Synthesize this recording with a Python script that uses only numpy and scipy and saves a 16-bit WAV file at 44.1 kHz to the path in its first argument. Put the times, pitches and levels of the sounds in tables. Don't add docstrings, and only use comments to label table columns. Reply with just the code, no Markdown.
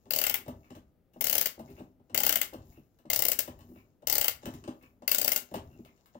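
import sys
import numpy as np
from scipy import signal
from scipy.fft import rfft, irfft, next_fast_len
from scipy.io import wavfile
from scipy.ndimage import uniform_filter1d

SR = 44100
rng = np.random.default_rng(int(sys.argv[2]) if len(sys.argv) > 2 else 0)


def transcribe(signal):
    frames = np.atleast_2d(signal).T
    limited = np.clip(frames, -1, 1)
    pcm = np.round(limited * 32767).astype(np.int16)
    wavfile.write(sys.argv[1], SR, pcm)


def level_to_linear(level):
    exponent = np.asarray(level, float) / 20
    return 10 ** exponent


N = 272979
LONG = next_fast_len(N + SR // 2, True)
HZ = np.fft.rfftfreq(LONG, 1 / SR)


def evened(x):
    return x / np.sqrt(np.mean(x ** 2) + 1e-20)


def read(points, hz):
    f, value = np.transpose(points)
    return np.interp(np.log(hz + 1), np.log(f + 1), value)


def coloured(x, points):
    gain = level_to_linear(read(points, HZ))
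    return irfft(rfft(x, LONG) * gain / np.sqrt(np.mean(gain ** 2)), LONG)[:N]


def body(x, modes):
    t = np.arange(4096) / SR
    ring = np.zeros(len(t))
    for k, (hz, width, db) in enumerate(modes):
        decay = np.exp(-np.pi * width * t)
        ring += (-1) ** k * level_to_linear(db) * np.sqrt(width) * decay * np.sin(2 * np.pi * hz * t)
    return signal.oaconvolve(x, ring / np.linalg.norm(ring))[:N]


def strikes(times, dbs, shapes):
    out = np.zeros(N + SR)
    for s, db, shape in zip(times, dbs, shapes):
        at = round(s * SR)
        out[at:at + len(shape)] += level_to_linear(db) * shape
    return out[:N]


def gritty(spread_db, per_s, size=N):
    happens = rng.random(size) < per_s / SR
    sizes = level_to_linear(spread_db * np.minimum(rng.exponential(1, size), 5)) * happens
    return evened(sizes * rng.standard_normal(size))


def partly_same(a, b, same):
    return same * a + np.sqrt(1 - same ** 2) * b


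def strokes(rows, lag_s, rise_s, sag_db_per_s, fall_db_per_s):
    start, length, db, over_db = np.transpose(rows)[..., None]
    coarse = np.arange(0, N, 64)
    t = coarse / SR - start - lag_s
    loss_db = sag_db_per_s * np.maximum(t, 0) + fall_db_per_s * np.maximum(t - length, 0)
    held = np.clip(t / rise_s + 1, 0, 1) * level_to_linear(db - loss_db)
    layers = (held, held * level_to_linear(over_db))
    return [np.interp(np.arange(N), coarse, np.sqrt((e ** 2).sum(0))) for e in layers]


# pitch_hz, level_db
HUSH = [(18, -21), (30, -1), (174, -3.5), (600, -13), (1130, -29), (1220, -23), (1670, -30), (8740, -43.5),
        (16000, -31)]


def hush():
    a, b = rfft(rng.standard_normal((2, LONG)))
    likeness = [(60, 0.46), (500, 0.81), (2000, 0.51), (16000, .2)]  # pitch_hz, coherence
    same = np.clip(read(likeness, HZ), 0, 1)
    pair = np.array([a, level_to_linear(-4.0) * partly_same(a, b, same)])
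    return level_to_linear(-69.5) * evened(irfft(pair * level_to_linear(read(HUSH, HZ)), LONG)[:, :N])


# start_s, length_s, dull_db, bright_over_dull_db
RUBS = [(0, .1, -78, 0), (.43, 0.34, -76, 1), (1.15, .05, -75, 1), (1.54, 0.088, -90, 0),
        (1.66, 0.13, -70.5, 3), (2.05, 0.077, -86.5, -6), (2.5, 0.23, -74, -1), (2.68, 0.073, -75, 7.5),
        (2.82, 0.16, -83.5, 0), (3.47, .15, -71, -2), (3.62, 0.059, -79.5, 7), (3.7, 0.075, -74, 6.5),
        (3.85, 0.063, -83.5, -9), (4.43, 0.11, -60.5, -10), (4.55, 0.34, -80, 5), (5.46, 0.11, -69.5, -4),
        (5.62, 0.24, -77, 4), (5.9, .29, -76, -5.5)]
# pitch_hz, level_db (per Hz)
DULL = [(410, -33), (700, -7), (1910, -29.5), (5960, -15.5), (7270, -12.5), (8500, -43), (11000, -64.5),
        (18700, -120)]
BRIGHT = [(4710, -38.5), (8000, -21.5), (10300, -15.5), (11800, -6.5), (16000, -2)]


def skin_rubs():
    dull, bright = strokes(RUBS, lag_s=0, rise_s=.03, sag_db_per_s=-1.0, fall_db_per_s=155)
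    dull = dull * gritty(spread_db=5.0, per_s=5000)
    bright = bright * gritty(spread_db=2.5, per_s=3800)
    return level_to_linear(-1.5) * coloured(dull, DULL) + level_to_linear(2.5) * coloured(bright, BRIGHT)


# start_s, length_s, rumble_db, groan_over_rumble_db
LEANS = [(.06, 0.32, -60.5, 4), (.47, 0.09, -56.5, -1.5), (.7, 0.16, -63.5, -5.5), (1.2, 0.16, -66.5, 13),
         (1.58, 0.23, -56.5, 0), (2.1, 0.27, -58, 5.5), (2.5, 0.23, -54.5, -6.5), (3.08, 0.37, -58.5, -0.5),
         (3.45, 0.31, -57.5, 0), (4.05, 0.28, -58, -8.5), (4.44, 0.085, -52, 0), (4.66, 0.31, -67, -2.5),
         (5.1, 0.23, -68, 13), (5.53, 0.09, -50, -4.5), (5.72, 0.027, -59, 4)]
# pitch_hz, level_db (per Hz)
RUMBLE = [(15, -30.5), (30, -12), (45, -7), (62, 0.5), (80, -1), (105, -4.5), (150, -7.5), (200, -31.5),
          (300, -61)]
# pitch_hz, width_hz, level_db
CASE = [(128, 37, -8.5), (201, 16, -5.5), (248.6, 17, -1), (282, 57, -4.5), (318, 30, -4), (393, 31, -8)]
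RAP = [(496, 110, -3), (600, 97, 1.5), (690, 59, -3), (814, 160, -4.5), (1020, 46, -11), (1180, 120, -14.5)]


def arm_load():
    shake, creak = strokes(LEANS, lag_s=.03, rise_s=0.048, sag_db_per_s=10.5, fall_db_per_s=93.5)
    rumble = coloured(shake * gritty(spread_db=3.5, per_s=670), RUMBLE)
    strain = creak * gritty(spread_db=2.0, per_s=1000)
    groan = body(strain, CASE) + level_to_linear(-11) * body(strain, RAP)
    return rumble + groan


# start_s, thud_db, rap_db, brass_db
GRIPS = [(0.056, -42.5, -48, -67), (0.459, -45, -50, -57), (1.166, -55, -52.5, -71.5),
         (1.996, -47.5, -65, -81), (2.097, -62, -46.5, -61), (2.523, -53, -50, -59.5),
         (2.776, -44.5, -62.5, -80), (3.055, -45, -49, -65), (4.021, -58, -48.5, -63),
         (4.428, -53.5, -47, -56), (4.639, -39.5, -54, -55), (4.677, -29.5, -39, -47.5),
         (5.021, -49, -45, -58), (5.555, -29, -63, -44), (5.583, -67, -63.5, -62), (5.976, -88, -75.5, -70),
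         (6.146, -48, -49, -64), (1.792, -36, -48.5, -56.5), (0.703, -42.5, -47, -53.5),
         (3.607, -71.5, -62, -59)]
# start_s, thud_db, rap_db, brass_db
JOLTS = [
    (0.48, -29.5, -39.5, -47.5),
    (0.751, -39.5, -44.5, -55.5),
    (1.592, -35, -39.5, -52),
    (2.534, -46, -45, -49),
    (2.578, -52, -74, -67),
    (2.987, -59, -62, -64),
    (3.476, -38.5, -40, -48),
    (4.456, -29.5, -35, -41.5),
    (5.512, -37, -47, -60),
    (5.54, -33, -33, -40.5),
]
# start_s, thud_db, rap_db, brass_db
BRUSHES = [(1.135, -52.5, -59, -68.5), (1.573, -56.5, -56.5, -78.5), (1.687, -43, -52, -77),
           (1.702, -42, -71, -60), (2.652, -63.5, -89, -71), (3.589, -54, -56, -60.5),
           (3.69, -47, -67, -71), (4.538, -38, -65.5, -53), (4.825, -48.5, -52, -61.5),
           (5.786, -42.5, -62, -87), (5.849, -61, -53.5, -61), (6.059, -75, -72, -63)]
# glint_over_brass_db, scuff_length_s
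TOUCH = [
    (-12.5, 0.019),
    (-2, 0.02),
    (1.5, 0.019),
]
# pitch_hz, level_db (per Hz)
TICK = [(590, -26), (1000, 0.5), (1440, -4), (2200, -9.5), (2460, -7), (3010, -4), (3560, -8),
        (9000, -12.5), (11700, -34.5), (19800, -120)]


def touches():
    s, thud_db, rap_db, tick_db = np.transpose(GRIPS + JOLTS + BRUSHES)
    glint_db, length = np.repeat(TOUCH, [len(GRIPS), len(JOLTS), len(BRUSHES)], axis=0).T
    t = np.arange(4000) / SR
    scuffs = []
    for d in length:
        fade = np.exp(-t / 0.0016) + np.exp(-(t / np.clip(d, .003, .06)) ** 2)
        scuffs.append((1 - np.exp(-t / 0.00077)) * fade)
    ticks = [np.exp(-t / 0.0051) + level_to_linear(-7.5) * scuff for scuff in scuffs]
    thud = body(strikes(s, thud_db - 7.5, scuffs) * gritty(spread_db=3.5, per_s=4000), CASE)
    rap = body(strikes(s, rap_db - 4.5, scuffs) * gritty(spread_db=-2.0, per_s=2400), RAP)
    tick = coloured(strikes(s, tick_db - 1.5, ticks) * gritty(spread_db=4.0, per_s=14000), TICK)
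    glint = strikes(s, tick_db + glint_db + 3.5, ticks) * gritty(spread_db=-3.0, per_s=16000)
    return thud + rap, tick + coloured(glint, BRIGHT)


def struck_body(modes, hz, blur, count, vary_db, vary):
    centre, width, db = np.transpose(modes)[:, None, :, None]
    luck = evened(uniform_filter1d(rng.standard_normal((count, len(modes), 2)), size=3, axis=0))
    centre = centre * (1 + vary * luck[..., :1])
    strength = level_to_linear(2 * (db + vary_db * luck[..., 1:]))
    power = strength * width / ((blur * width / 2) ** 2 + (hz - centre) ** 2)
    log_gain = .65 * np.log(power.sum(1))
    mirrored = np.concatenate([log_gain, log_gain[:, -2:0:-1]], 1)
    turn = signal.hilbert(mirrored).imag[:, :len(hz)]
    return np.exp(log_gain - 1j * turn)


# start_s, strength_db, plate_over_strength_db
TEETH = [(0.1071, -15.5, -23.5), (0.1358, -15, -23.5), (0.1615, -15.5, -23.5), (0.187, -15, -23),
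         (0.215, -16, -20), (0.2387, -14.5, -18), (0.2667, -15, -19), (0.2968, -14, -19.5),
         (0.3417, -13, -20), (1.2098, -15, -24), (1.2419, -14, -25), (1.2687, -15, -23.5),
         (1.2974, -13, -24), (1.328, -13.5, -24.5), (1.353, -13.5, -21.5), (1.3806, -12, -24.5),
         (1.4114, -12, -24), (1.4583, -14, -21.5), (2.1462, -16, -16.5), (2.1765, -12, -24),
         (2.203, -16.5, -20), (2.2345, -13, -21), (2.265, -10, -24), (2.2932, -11, -20),
         (2.3252, -15, -19.5), (2.357, -11, -20.5), (2.4145, -13, -19.5),
         (3.1011, -14.5, -19.5), (3.1321, -12.5, -26), (3.1605, -13.5, -28), (3.1911, -13.5, -28),
              (3.222, -12.5, -24), (3.2522, -12.5, -24.5), (3.2842, -11.5, -31), (3.317, -12.5, -24.5),
              (3.3902, -11.5, -25.5), (4.0713, -15.5, -24.5), (4.098, -14.5, -25.5), (4.126, -11.5, -27),
              (4.1535, -15, -24), (4.1813, -11.5, -28), (4.2125, -13, -21.5), (4.2438, -14, -21),
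              (4.2814, -12, -20), (5.078, -13, -21), (5.1157, -9.5, -23.5), (5.1465, -13, -27),
              (5.1838, -13, -26), (5.215, -14.5, -27.5), (5.2458, -14, -26), (5.2783, -11.5, -23.5),
              (5.3183, -11.5, -24), (5.3616, -13, -23.5)]
# spring_over_strength_db, panel_over_strength_db
PARTS = [(1, 1.5), (0.5, 1.5), (0.5, 4), (2.5, 1.5), (0, 4), (0.5, -2.5), (2.5, 2.5), (-1.5, -1), (-3, -3),
         (-2.5, 1), (0.5, -3.5), (1, -1.5), (-3, -3), (0, 0.5), (0.5, 4.5), (0.5, -4), (-1.0, -4),
         (1.5, -2.0), (1, 4.5), (1.5, 2.5), (1.5, 5), (0.5, 1.5), (-1.5, -0.5), (1, 0.5), (1.5, 2),
         (-1.5, -0.5), (0, -7.5), (1, 2), (1.5, -2), (1.0, -0.5), (0, 0.5), (0.0, 0.5), (-1, 1.5),
         (-1.5, 1), (0.5, -3), (1.5, -2.5), (3, 2), (4, 0.5), (-0.5, 0), (4, 3.5), (-1.5, 1), (0.5, 0),
         (-1.0, 0), (0.5, -0.5), (-0.0, -3.5), (-0.5, -6.5), (2, -4), (2, -0.5), (1, 1.5), (0.5, 4.5),
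         (-0.5, -1.5), (-1, -1.5), (1, -3)]
# pitch_hz, width_hz, level_db
STEEL = [(9400, 700, -19), (10400, 1000, -16), (11700, 600, -10), (12500, 600, -9), (13700, 500, -5),
         (14600, 600, -6), (15350, 600, 0)]
SPRING = [(4510, 2400, -6.5), (4620, 190, -4), (5630, 240, -6.5), (6400, 150, -7.5), (6670, 1300, -3),
          (7680, 370, -4)]
PLATE = [(1170, 280, -24.5), (1407, 130, -4.5), (1590, 340, -5), (2080, 100, -3), (2370, 100, -9),
         (2790, 220, -2.5), (3027, 220, 0), (3286, 150, -5)]
PANEL = [(238, 86, -10.5), (352, 61, -19.5), (483, 90, -10.5), (583, 100, 6), (674, 110, 0.5),
         (836, 120, 2), (970, 71, -10)]
# pitch_hz, coherence
SAME = [(60, .96), (650, .86), (1100, .55), (2300, .72), (5000, .45), (12000, .45)]


def ratchet():
    s, steel_db, plate_db = np.transpose(TEETH)
    spring_db, panel_db = np.transpose(PARTS)
    t, hz = np.arange(8192) / SR, np.fft.rfftfreq(8192, 1 / SR)
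    echo_s = .0145 + .004 * rng.random((len(s), 1))
    echo_db = 1.5 * rng.standard_normal((len(s), 1))
    echo = level_to_linear(echo_db) * np.exp(-((t - echo_s) / .002) ** 2)
    same = np.clip(read(SAME, hz), 0, 1)
    hidden = level_to_linear(read([(1500, -1.5), (2100, 1), (2700, 0), (6000, 0.5), (12000, 0.0)], hz))
    back_wall = level_to_linear(.5) / (1 + (hz / 1600) ** 2) * np.exp(-2j * np.pi * hz * .00925)
    blow = np.exp(-2j * np.pi * hz * .002) * (1 - back_wall)
    drops = 0
    # modes, over_steel_db, trim_db, after_ring_db, after_ring_t60_s, chatter_s, rebound_db, clean_share
    for modes, over_db, trim_db, ring_db, t60, chatter, rebound_db, clean in (
            (STEEL, 0, 1, -18, .2, .0031, -20, 0),
            (PLATE, plate_db, 10, -18, .23, .0034, -21, .45),
            (SPRING, spring_db, -8, -17.5, .21, .0031, -19, 0),
            (PANEL, panel_db, -19, -20, .22, .005, -30, .85)):
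        slap = 0.69 * (1 - np.exp(-t / 0.00092)) * np.exp(-(t / chatter / 1.53) ** 1.3)
        slap = slap + 0.15 * np.exp(-((t - .003) / 0.0012) ** 2)
        decay = level_to_linear(ring_db - 60 * t / t60) * (1 - np.exp(-t / 0.00054))
        after = level_to_linear(rebound_db) * echo + decay * np.cos(np.pi / 2 * t / t[-1])
        for force, blur, far_gain, share in ((slap, 1, hidden, clean), (after, 4.5, 1, 0)):
            near, far = rfft(force * gritty(0.84, 32000, size=(2, len(s), len(t))))
            near = (1 - share) * near + share * np.linalg.norm(slap) * blow
            far = (1 - share / 2) * far
            pair = np.array([near, partly_same(near, far, same)])
            pair = pair * struck_body(modes, hz, blur, count=len(s), vary_db=2.5, vary=0.006)
            force_power = np.sum(force ** 2, -1, keepdims=True)
            pair = pair / np.sqrt(np.mean(abs(pair) ** 2, 2, keepdims=True) / force_power)
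            pair[1] *= far_gain
            drops = drops + level_to_linear(steel_db + over_db + trim_db)[:, None] * pair
    return np.array([strikes(s - .0011, 0 * s, port) for port in irfft(drops)])


# start_s, rap_db, thump_over_rap_db, deep_over_first_mode_db
BLOWS = [(0.463, -47, -2, 3), (0.481, -40, -1, -0.5), (0.714, -49.5, 0.5, 2.5), (0.771, -52, 1, -2.5),
         (1.161, -46, -3, 1), (1.579, -47.5, 0.5, 0.5), (1.597, -41, 0, 2), (1.782, -50, 0.5, -1),
         (1.806, -47, 3.5, 1), (2.102, -49, -8.5, -0.5), (2.53, -41.5, -4, -6.5), (2.543, -37, -3, -3),
         (2.776, -57.5, 8.5, 0), (3.052, -50, 2.5, 1), (3.479, -43, 1.5, 0), (3.718, -56.5, 8.5, -1),
         (3.76, -53.5, -1, -2), (4.029, -50.5, -7, 3.5), (4.433, -44, -3, 1), (4.461, -39, 1.5, 1),
         (4.489, -38.5, -4.5, -1.5), (4.677, -36, -5.5, -2.5), (4.711, -46.5, -4, -3.5),
         (5.021, -44.5, -8.5, 2.5), (5.516, -46, -0.5, 0), (5.542, -28.5, -12.5, 4.5),
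         (5.558, -40, -5.5, -2), (5.793, -57.5, 13, -1), (6.153, -42, -9, 2)]
# pitch_hz, rise_s, fade_s, level_db
THUMP = [
    (329, 0.0017, .014, -1),
    (245.4, 0.012, .02, 1.5),
    (199.1, 0.028, 0.029, 1.5),
    (137, 0.021, 0.027, -8.5),
]


def blows():
    s, rap_db, over_db, deep_db = np.transpose(BLOWS)
    t = np.arange(6000) / SR
    detune = 1 + 0.013 * rng.standard_normal((len(s), len(THUMP), 1))
    hz, rise, fade, db = np.transpose(THUMP)[..., None]
    swell = level_to_linear(db) * (1 - np.exp(-t / rise)) * np.exp(-t / fade)
    modes = swell * np.sin(2 * np.pi * hz * detune * t)
    thumps = modes[:, 0] + level_to_linear(deep_db)[:, None] * modes[:, 1:].sum(1)
    push = signal.windows.hann(20) / 10
    rap = body(strikes(s, rap_db + 23, [push] * len(s)), RAP)
    return strikes(s, rap_db + over_db + 5, thumps) + rap


# start_s, length_s, start_hz, end_hz, level_db
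SQUEAKS = [(0.626, 0.077, 2480, 2250, -70), (1.139, 0.013, 2820, 2790, -71),
           (1.673, 0.024, 2080, 2550, -62), (1.757, 0.036, 2130, 2920, -59.5),
           (2.607, 0.026, 2900, 2890, -81.5), (2.711, 0.09, 2220, 2880, -70),
           (3.591, 0.039, 2730, 2840, -88), (3.717, 0.08, 2770, 2830, -77), (3.752, 0.048, 2476, 2333, -64),
           (4.799, 0.073, 2390, 2475, -65), (5.694, 0.082, 2620, 2800, -73.5),
           (5.781, 0.027, 2470, 2770, -75.5), (5.844, 0.059, 2360, 2260, -66.5),
           (6.063, 0.047, 2150, 2250, -82)]


def squeaks():
    shapes = []
    for s, length, start_hz, end_hz, db in SQUEAKS:
        pitch_hz = np.linspace(start_hz, end_hz, round(length * SR))
        turns = 2 * np.pi * np.cumsum(pitch_hz) / SR
        count = len(turns)
        fuzz = uniform_filter1d(rng.standard_normal((4, count)), size=120)
        fuzz = fuzz * abs(uniform_filter1d(rng.standard_normal(count), size=260))
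        tone = fuzz[0] * np.cos(turns) + fuzz[1] * np.sin(turns)
        half = fuzz[2] * np.cos(turns / 2) + fuzz[3] * np.sin(turns / 2)
        fade = signal.windows.tukey(count, .3) * np.linspace(1.3, .5, count)
        shapes.append(evened(tone + level_to_linear(-4) * half) * fade)
    s, *_, db = np.transpose(SQUEAKS)
    return strikes(s, db, shapes)


# pitch_hz, t60_s
RING_OUT = [(200, 0.15), (530, 0.31), (1390, 0.29), (3680, 0.21), (9700, 0.18), (16000, 0.14)]


def ring_out(x, wet_db):
    noise = rng.standard_normal((2, SR // 2))
    hz, t, z = signal.stft(noise, SR, nperseg=256)
    same = np.clip(read(SAME, hz), 0, 1)[:, None]
    z[1] = partly_same(z[0], z[1], same)
    decay = level_to_linear(-60 * t / read(RING_OUT, hz)[:, None])
    tail = signal.istft(z * decay, SR, nperseg=256)[1]
    tail *= 1 - np.exp(-(np.arange(tail.shape[1]) / SR / 0.005) ** 2)
    tail = tail / np.linalg.norm(tail[0])
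    wet = signal.fftconvolve(x * np.ones((2, 1)), tail, axes=1)[:, :N]
    return x + level_to_linear(wet_db) * wet


# pitch_hz, left_over_right_db
LEAN = [(60, 2), (300, 1.3), (600, 5), (1300, 3.5), (2500, 1.5), (4500, 9), (8500, 19), (11500, 15),
        (15500, 20)]
# pitch_hz, left_lead_radians
LEAD = [(60, 0), (400, .35), (800, 1.3), (1400, 3.3), (2100, 6.1), (2800, 12.6), (3450, 17), (16000, 46)]


def ports(pair):
    shadow = np.exp(-1j * read(LEAD, HZ)) / level_to_linear(read(LEAN, HZ))
    return np.array([pair[0], irfft(rfft(pair[1], LONG) * shadow, LONG)[:N]])


def scene():
    thud, tick = touches()
    metal = ring_out(level_to_linear(1.5) * ratchet(), wet_db=-10.5)
    touch = ring_out(tick + skin_rubs() + squeaks(), wet_db=-2.0)
    wood = ring_out(level_to_linear(-0.5) * (thud + blows() + arm_load()), wet_db=-7.5)
    return ports(metal + touch + wood) + hush()


def band_limit(x):
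    return signal.sosfilt(signal.butter(12, 17140, fs=SR, output="sos"), x)


def record(dry):
    edge = signal.firwin(255, 15860, window=("kaiser", 3.5), fs=SR)
    mix = signal.oaconvolve(dry, edge[None], "same")
    return band_limit(mix)


dry = scene()
out = record(dry)
transcribe(out)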